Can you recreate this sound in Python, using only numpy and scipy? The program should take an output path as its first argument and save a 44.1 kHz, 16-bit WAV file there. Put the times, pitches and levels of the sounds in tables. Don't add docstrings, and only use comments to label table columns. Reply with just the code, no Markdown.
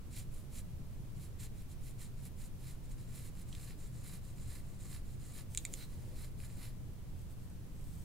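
import sys
import numpy as np
from scipy import signal
from scipy.fft import rfft, irfft, next_fast_len
from scipy.io import wavfile
from scipy.ndimage import map_coordinates

SR = 44100
rng = np.random.default_rng(int(sys.argv[2]) if len(sys.argv) > 2 else 0)


def generate_wav(signal):
    frames = np.transpose(np.atleast_2d(signal))
    scaled = np.clip(frames, -1, 1) * 32767
    pcm = np.round(scaled).astype(np.int16)
    wavfile.write(sys.argv[1], SR, pcm)


N = 354652
TIME_S = np.arange(N) / SR


def amp(db):
    return 10 ** (np.asarray(db) / 20)


def unit_rms(x):
    return x / np.sqrt(np.mean(x ** 2) + 1e-20)


def log_interp(points, hz):
    freq_hz, values = np.transpose(points)
    return np.interp(np.log(hz + 1), np.log(freq_hz + 1), values)


def wobble(knots_per_s):
    knots = rng.standard_normal(int(N * knots_per_s / SR) + 4)
    return map_coordinates(knots, [TIME_S * knots_per_s])


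def filtered(x, response):
    n = x.shape[-1]
    n_fft = next_fast_len(n + SR // 4)
    return irfft(rfft(x, n_fft) * response(np.fft.rfftfreq(n_fft, 1 / SR)), n_fft)[..., :n]


def resonance(f, hz, width_hz):
    return 1j * f * width_hz / (hz * hz - f * f + 1j * f * width_hz)


def coloured(pair, spectrum, correlation):
    def mid_side_gains(f):
        angle = np.arccos(np.clip(log_interp(correlation, f), -1, 1)) / 2
        return amp(log_interp(spectrum, f)) * [np.cos(angle), np.sin(angle)]
    mid, side = filtered(pair, mid_side_gains)
    return unit_rms(np.array([mid + side, mid - side]))


def strokes(rows, speed_power=2.3):
    power = np.zeros(N)
    for peak_s, rise_s, fall_s, level_db in rows:
        moving = (TIME_S > peak_s - rise_s) & (TIME_S < peak_s + fall_s)
        offset_s = TIME_S[moving] - peak_s
        speed = np.cos(np.pi / 2 * offset_s / np.where(offset_s < 0, rise_s, fall_s))
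        power[moving] += (amp(level_db) * np.abs(speed) ** speed_power) ** 2
    return np.sqrt(power)


# freq_hz, relative_db
RUMBLE_SPECTRUM = [(5, -1), (16, 2), (25, 2), (40, -5), (62, -15.5), (75, -5.5), (110, -9), (145, -15),
                   (175, -12), (215, -28), (300, -47.5)]
AIR_SPECTRUM = [(100, -30.5), (165, 0), (205, -2), (235, -5), (300, -8), (420, -13), (600, -16.5),
                (780, -21.5), (1100, -23), (1600, -27.5), (2500, -29), (3200, -31), (5000, -34),
                (12000, -34.5), (15800, -42)]
# freq_hz, correlation
AIR_CORRELATION = [(30, 0.61), (70, 0.71), (130, 0.31), (250, 0.75), (500, 0.39), (1000, 0.33),
                   (4000, 0.092), (12000, 0.066)]
# pitch_hz, nominal_width_hz, left_db, right_db
HUM_MODES = [(51.9, 5.5, -73, -56), (75.2, 8, -60, -59), (90, 5.4, -81.5, -57), (104.1, 8.6, -76, -57),
             (121.9, 7.1, -52, -64), (133.46, 5.6, -74, -55), (164.6, 19, -72.5, -65),
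             (360.6, 5.3, -80.5, -88)]
def ventilation():
    rumble = amp(-46.5) * coloured(rng.standard_normal((2, N)), RUMBLE_SPECTRUM, AIR_CORRELATION)
    air = amp(-58.5) * coloured(rng.standard_normal((2, N)), AIR_SPECTRUM, AIR_CORRELATION)
    hum = np.zeros((2, N))
    for pitch_hz, nominal_width_hz, left_db, right_db in HUM_MODES:
        width_hz = 1.89 * nominal_width_hz
        mode = filtered(rng.standard_normal(N), lambda f: resonance(f, pitch_hz, width_hz) ** 2)
        hum += amp([[left_db], [right_db]]) * unit_rms(mode)
    return rumble + air + hum


# delay_s, gain_db
REFLECTIONS = [(.0034, -18.5), (.0076, -31), (0.0116, -20), (0.0134, -20)]
# freq_hz, t60_s
ROOM_DECAY = [(300, 0.43), (3000, 0.16), (8000, 0.1), (15000, 0.09)]
def room(x):
    hz, t, noise = signal.stft(rng.standard_normal((2, SR // 3)), SR, nperseg=256)
    decay = amp(-60 * t / log_interp(ROOM_DECAY, hz)[:, None])
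    _, tail = signal.istft(noise * decay, SR, nperseg=256)
    tail /= np.linalg.norm(tail[0])
    late = signal.fftconvolve(x.mean(axis=0)[None], tail, axes=1)[:, :N]
    early = sum(amp(gain_db) * np.pad(x, ((0, 0), (round(delay_s * SR), 0)))[:, :N]
                for delay_s, gain_db in REFLECTIONS)
    return x + early + amp(-9.5) * late


# freq_hz, correlation
RUB_CORRELATION = [(600, 0.99), (1500, 0.76), (3500, 0.91), (7500, 1), (10000, 0.9), (12000, 0.48),
                   (15000, 0.04)]
def friction(spectrum, slips_per_s, spread_db, blur):
    slipping = rng.random(N) < slips_per_s / SR
    size = amp(spread_db * np.clip(rng.standard_normal(N), -2, 2))
    slips = unit_rms(slipping * size * rng.standard_normal((2, N)))
    return coloured(slips + blur * rng.standard_normal((2, N)), spectrum, RUB_CORRELATION)


# peak_s, rise_s, fall_s, level_db
CLOTH_SHIFTS = [(5.72, .24, 0.2, -59), (6.07, 0.38, .33, -60)]
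# freq_hz, relative_db
CLOTH_SPECTRUM = [(50, 9.5), (110, 9), (190, 0), (280, 6.5), (380, 2.5), (560, 2.5), (720, -9), (1000, -16),
                  (2000, -18)]
def clothing():
    return strokes(CLOTH_SHIFTS) * coloured(rng.standard_normal((2, N)), CLOTH_SPECTRUM, RUB_CORRELATION)


# peak_s, rise_s, fall_s, level_db
HAIR_DRAGS = [(5.535, 0.072, 0.3, -60), (5.815, .2, 0.074, -55.5), (7.21, .08, .07, -69.5),
              (7.312, .035, .04, -66), (7.44, 0.097, .1, -73), (7.93, 0.32, .5, -65)]
# freq_hz, relative_db
HAIR_SPECTRUM = [(1000, -16), (3000, -7), (5500, -7), (7000, -3), (8300, 3), (9600, -4), (11000, -3),
                 (12000, -4), (13500, -3), (15500, -4.5)]
def loose_hair():
    return strokes(HAIR_DRAGS) * friction(HAIR_SPECTRUM, slips_per_s=4000, spread_db=8, blur=1.3)


# peak_s, rise_s, fall_s, level_db
TANGLE_PULL = [(5.825, .11, .044, -56.5)]
# freq_hz, relative_db
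RASP_SPECTRUM = [(800, -18), (2100, -9), (3300, -19), (3750, -8), (4000, 3), (4200, -2), (4600, -11),
                 (5500, -17), (9000, -42)]
def tangle_rasp():
    return strokes(TANGLE_PULL) * friction(RASP_SPECTRUM, slips_per_s=1700, spread_db=3, blur=0.8)


# pitch_hz, width_hz, gain_db
COMB_MODES = [(2290, 420, -10), (3470, 570, -11), (4100, 650, -10.5), (4870, 700, -15.5), (7140, 410, -0.5),
              (8150, 800, -4), (8760, 450, -2.5), (11100, 1700, -17), (14900, 830, -22)]
# start_s, relative_db, ring_hz, ring_over_body_db, ring_width_hz, chatter_t60_s
TOOTH_SNAPS = [ (1.91, -53, 10200, 0, 2500, .008), (2.254, -49, 10600, 10, 1500, .008),
               (3.5276, -45, 3360, 14, 700, 0.016), (3.5507, -44.5, 3480, 13, 1200, .013),
               (3.708, -54, 2500, 6, 1500, .008), (5.5488, -34, 7200, -14, 700, .0034),
               (5.5745, -24, 7260, -4, 900, 0.0061), (5.5778, -30.5, 7260, -10, 700, 0.0055),
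               (5.6514, -28.5, 3750, -13, 150, 0.013), (5.7324, -45, 7050, 7, 700, .005),
               (5.7384, -31.5, 6600, -7, 600, 0.0091), (6.402, -50.5, 2200, 3, 1200, 0.013),
               (6.437, -52, 2100, 8, 1200, .012), (6.501, -55, 2200, 6, 1400, 0.013),
               (7.498, -59, 8300, 10, 500, .03), ]
def tooth_snaps(gain_db=-22):
    def comb_response(f):
        return sum((-1) ** k * amp(db) * resonance(f, pitch_hz, width_hz)
                   for k, (pitch_hz, width_hz, db) in enumerate(COMB_MODES))
    out = np.zeros(N + SR)
    t = np.arange(SR // 10) / SR
    for start_s, relative_db, ring_hz, ring_over_body_db, ring_width_hz, chatter_t60_s in TOOTH_SNAPS:
        chatter = 0.16 * rng.standard_normal(len(t)) * amp(-60 * t / chatter_t60_s)
        force = (t == 0) + chatter
        body = unit_rms(filtered(force, comb_response))
        ring = unit_rms(filtered(force, lambda f: resonance(f, ring_hz, ring_width_hz)))
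        snap = unit_rms(body + amp(ring_over_body_db) * ring)
        out[round(start_s * SR):][:len(t)] += amp(relative_db + gain_db) * snap
    return signal.sosfilt(signal.butter(2, 1150, "highpass", fs=SR, output="sos"), out[:N])


# start_s, length_s, base_db
COMB_GLIDES = [(1.137, 0.075, -71), (2.149, 0.101, -71.1), (2.811, 0.077, -72.3), (2.879, 0.081, -67.5),
               (3.057, 0.114, -69.5), (3.449, 0.167, -67.5), (3.766, 0.14, -67), (3.904, 0.2, -68.5),
               (4.207, 0.14, -69.3), (4.345, 0.21, -67), (4.61, 0.18, -72.9), (4.775, 0.17, -64),
               (5.033, 0.15, -72), (5.183, 0.18, -65.2), (5.949, 0.3, -76.5), (6.47, 0.17, -68.6)]
def glides(ease_s=0.041):
    gain = np.zeros(N)
    for start_s, length_s, base_db in COMB_GLIDES:
        from_edge_s = np.minimum(TIME_S - start_s, start_s + length_s - TIME_S)
        gain += amp(base_db) * np.clip(from_edge_s / ease_s, 0, 1)
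    return gain


# freq_hz, relative_db
LIGHT_SPECTRUM = [(400, -20), (900, -17), (1500, -6), (2200, 2), (2700, -2), (3500, -1.5), (4100, 3.5),
                  (4700, -3), (5900, -2.5), (6400, -9), (7200, -39)]
FIRM_SPECTRUM = [(500, -24), (1100, -3), (1500, -5.5), (1850, 0.5), (2300, -4.5), (2800, -6.5), (3350, -9),
                 (3650, -7.5), (3950, 2), (4250, -0.5), (4550, -4), (5200, -4), (5700, -14), (7000, -29)]
SWISH_SPECTRUM = [(4500, -23), (6100, -11), (6650, -6), (7000, 0), (7400, 0), (7850, -3), (8400, 0),
                  (8900, -3), (9700, -8), (11000, -25)]
FIZZ_SPECTRUM = [(7000, -31), (9000, -14), (9800, -3.5), (10600, 0), (11500, -6), (12300, -5.5),
                 (13200, -8), (15000, -7.5), (15800, -22)]
# time_s, firm_share
COMB_PRESSURE = [(0, 0), (1.5, 0.2), (2.8, 0.45), (3.3, 0.46), (4.1, 0.82), (6.7, 0.82)]
# peak_s, rise_s, fall_s, base_db, extra_scrape_db, extra_fizz_db
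SCALP_SCRATCHES = [ (0.18, .1, .088, -59.5, -0.5, 0.5), (0.339, .042, 0.16, -70, -2, 3),
                   (0.578, .09, 0.053, -59, -2, 1), (1.23, .074, 0.083, -67, 0, 2.5),
                   (1.432, 0.061, .06, -56.5, -2, -1), (1.618, 0.11, .026, -71, 0, -0.5),
                   (1.723, .065, 0.035, -68.5, -2, 0), (1.873, .095, 0.083, -66, -2, 1),
                   (2.015, .048, 0.099, -61.5, -2.5, -1.5), (2.258, 0.061, 0.041, -65.5, .5, 3.5),
                   (2.425, 0.072, .094, -63, -3.5, -1.5), (2.7, .17, 0.081, -66, 0.5, 2),
                   (3.001, .046, .101, -70.5, -1, -1.5), (3.175, 0.074, 0.098, -62.5, -1.5, 2),
                   (3.273, 0.11, 0.05, -67, 0.5, 2.5), (3.42, .13, 0.023, -67.5, -1, 0.5),
                   (3.635, 0.13, 0.08, -63, -2, -0.5), (3.695, 0.059, 0.075, -68.5, 5.5, 2.5),
                   (4.078, 0.07, 0.093, -63, 0.5, 2), (4.14, 0.058, 0.074, -65.5, 2, 2),
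                   (4.555, .14, 0.085, -63.5, 1, 0), (4.93, 0.062, 0.1, -61.5, 1.5, 1.5),
                   (5.386, 0.091, .064, -62.5, 1, 1.5), (5.93, 0.086, .066, -72.5, 2, 1),
                   (6.235, 0.15, 0.074, -64.5, 1.5, 1.5), (6.452, .11, 0.048, -65, 0, 0.5),
                   (6.645, 0.11, 0.092, -65, 5, 5), ]
def scratching(tufts_per_s=130, wavers_per_s=30):
    peak_s, rise_s, fall_s, base_db, extra_scrape_db, extra_fizz_db = np.transpose(SCALP_SCRATCHES)
    glide = glides()

    def envelope(scratch_db, glide_db):
        scratch = strokes(zip(peak_s, rise_s, fall_s, base_db + scratch_db))
        return np.hypot(scratch, amp(glide_db) * glide)

    firm_share = np.clip(np.interp(TIME_S, *np.transpose(COMB_PRESSURE)), 0, 1)
    light = friction(LIGHT_SPECTRUM, slips_per_s=1500, spread_db=0.5, blur=0.79)
    firm = friction(FIRM_SPECTRUM, slips_per_s=900, spread_db=1.5, blur=0.8)
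    scrape = np.sqrt(1 - firm_share) * light + np.sqrt(firm_share) * firm
    swish = friction(SWISH_SPECTRUM, slips_per_s=3000, spread_db=2.5, blur=1)
    fizz = friction(FIZZ_SPECTRUM, slips_per_s=1600, spread_db=2, blur=1)
    scrape *= envelope(scratch_db=extra_scrape_db + 0.84, glide_db=-3)
    swish *= envelope(scratch_db=1.9, glide_db=1.4)
    fizz *= envelope(scratch_db=extra_fizz_db + 1.6, glide_db=-2)
    tuft_db = 1.08 * wobble(tufts_per_s)
    waver_db = 0.6 * wobble(wavers_per_s)
    return amp(tuft_db + waver_db) * (scrape + swish + fizz)


def scene():
    rubbing = (scratching() + loose_hair() + tangle_rasp() + clothing()) * amp([[-1.5], [0.5]])
    snaps = tooth_snaps() * amp([[-1.2], [1.2]])
    return room(rubbing + snaps) + ventilation()


def record(dry, cutoff_hz=15800):
    return filtered(dry, lambda f: f < cutoff_hz)


dry = scene()
out = record(dry)
generate_wav(out)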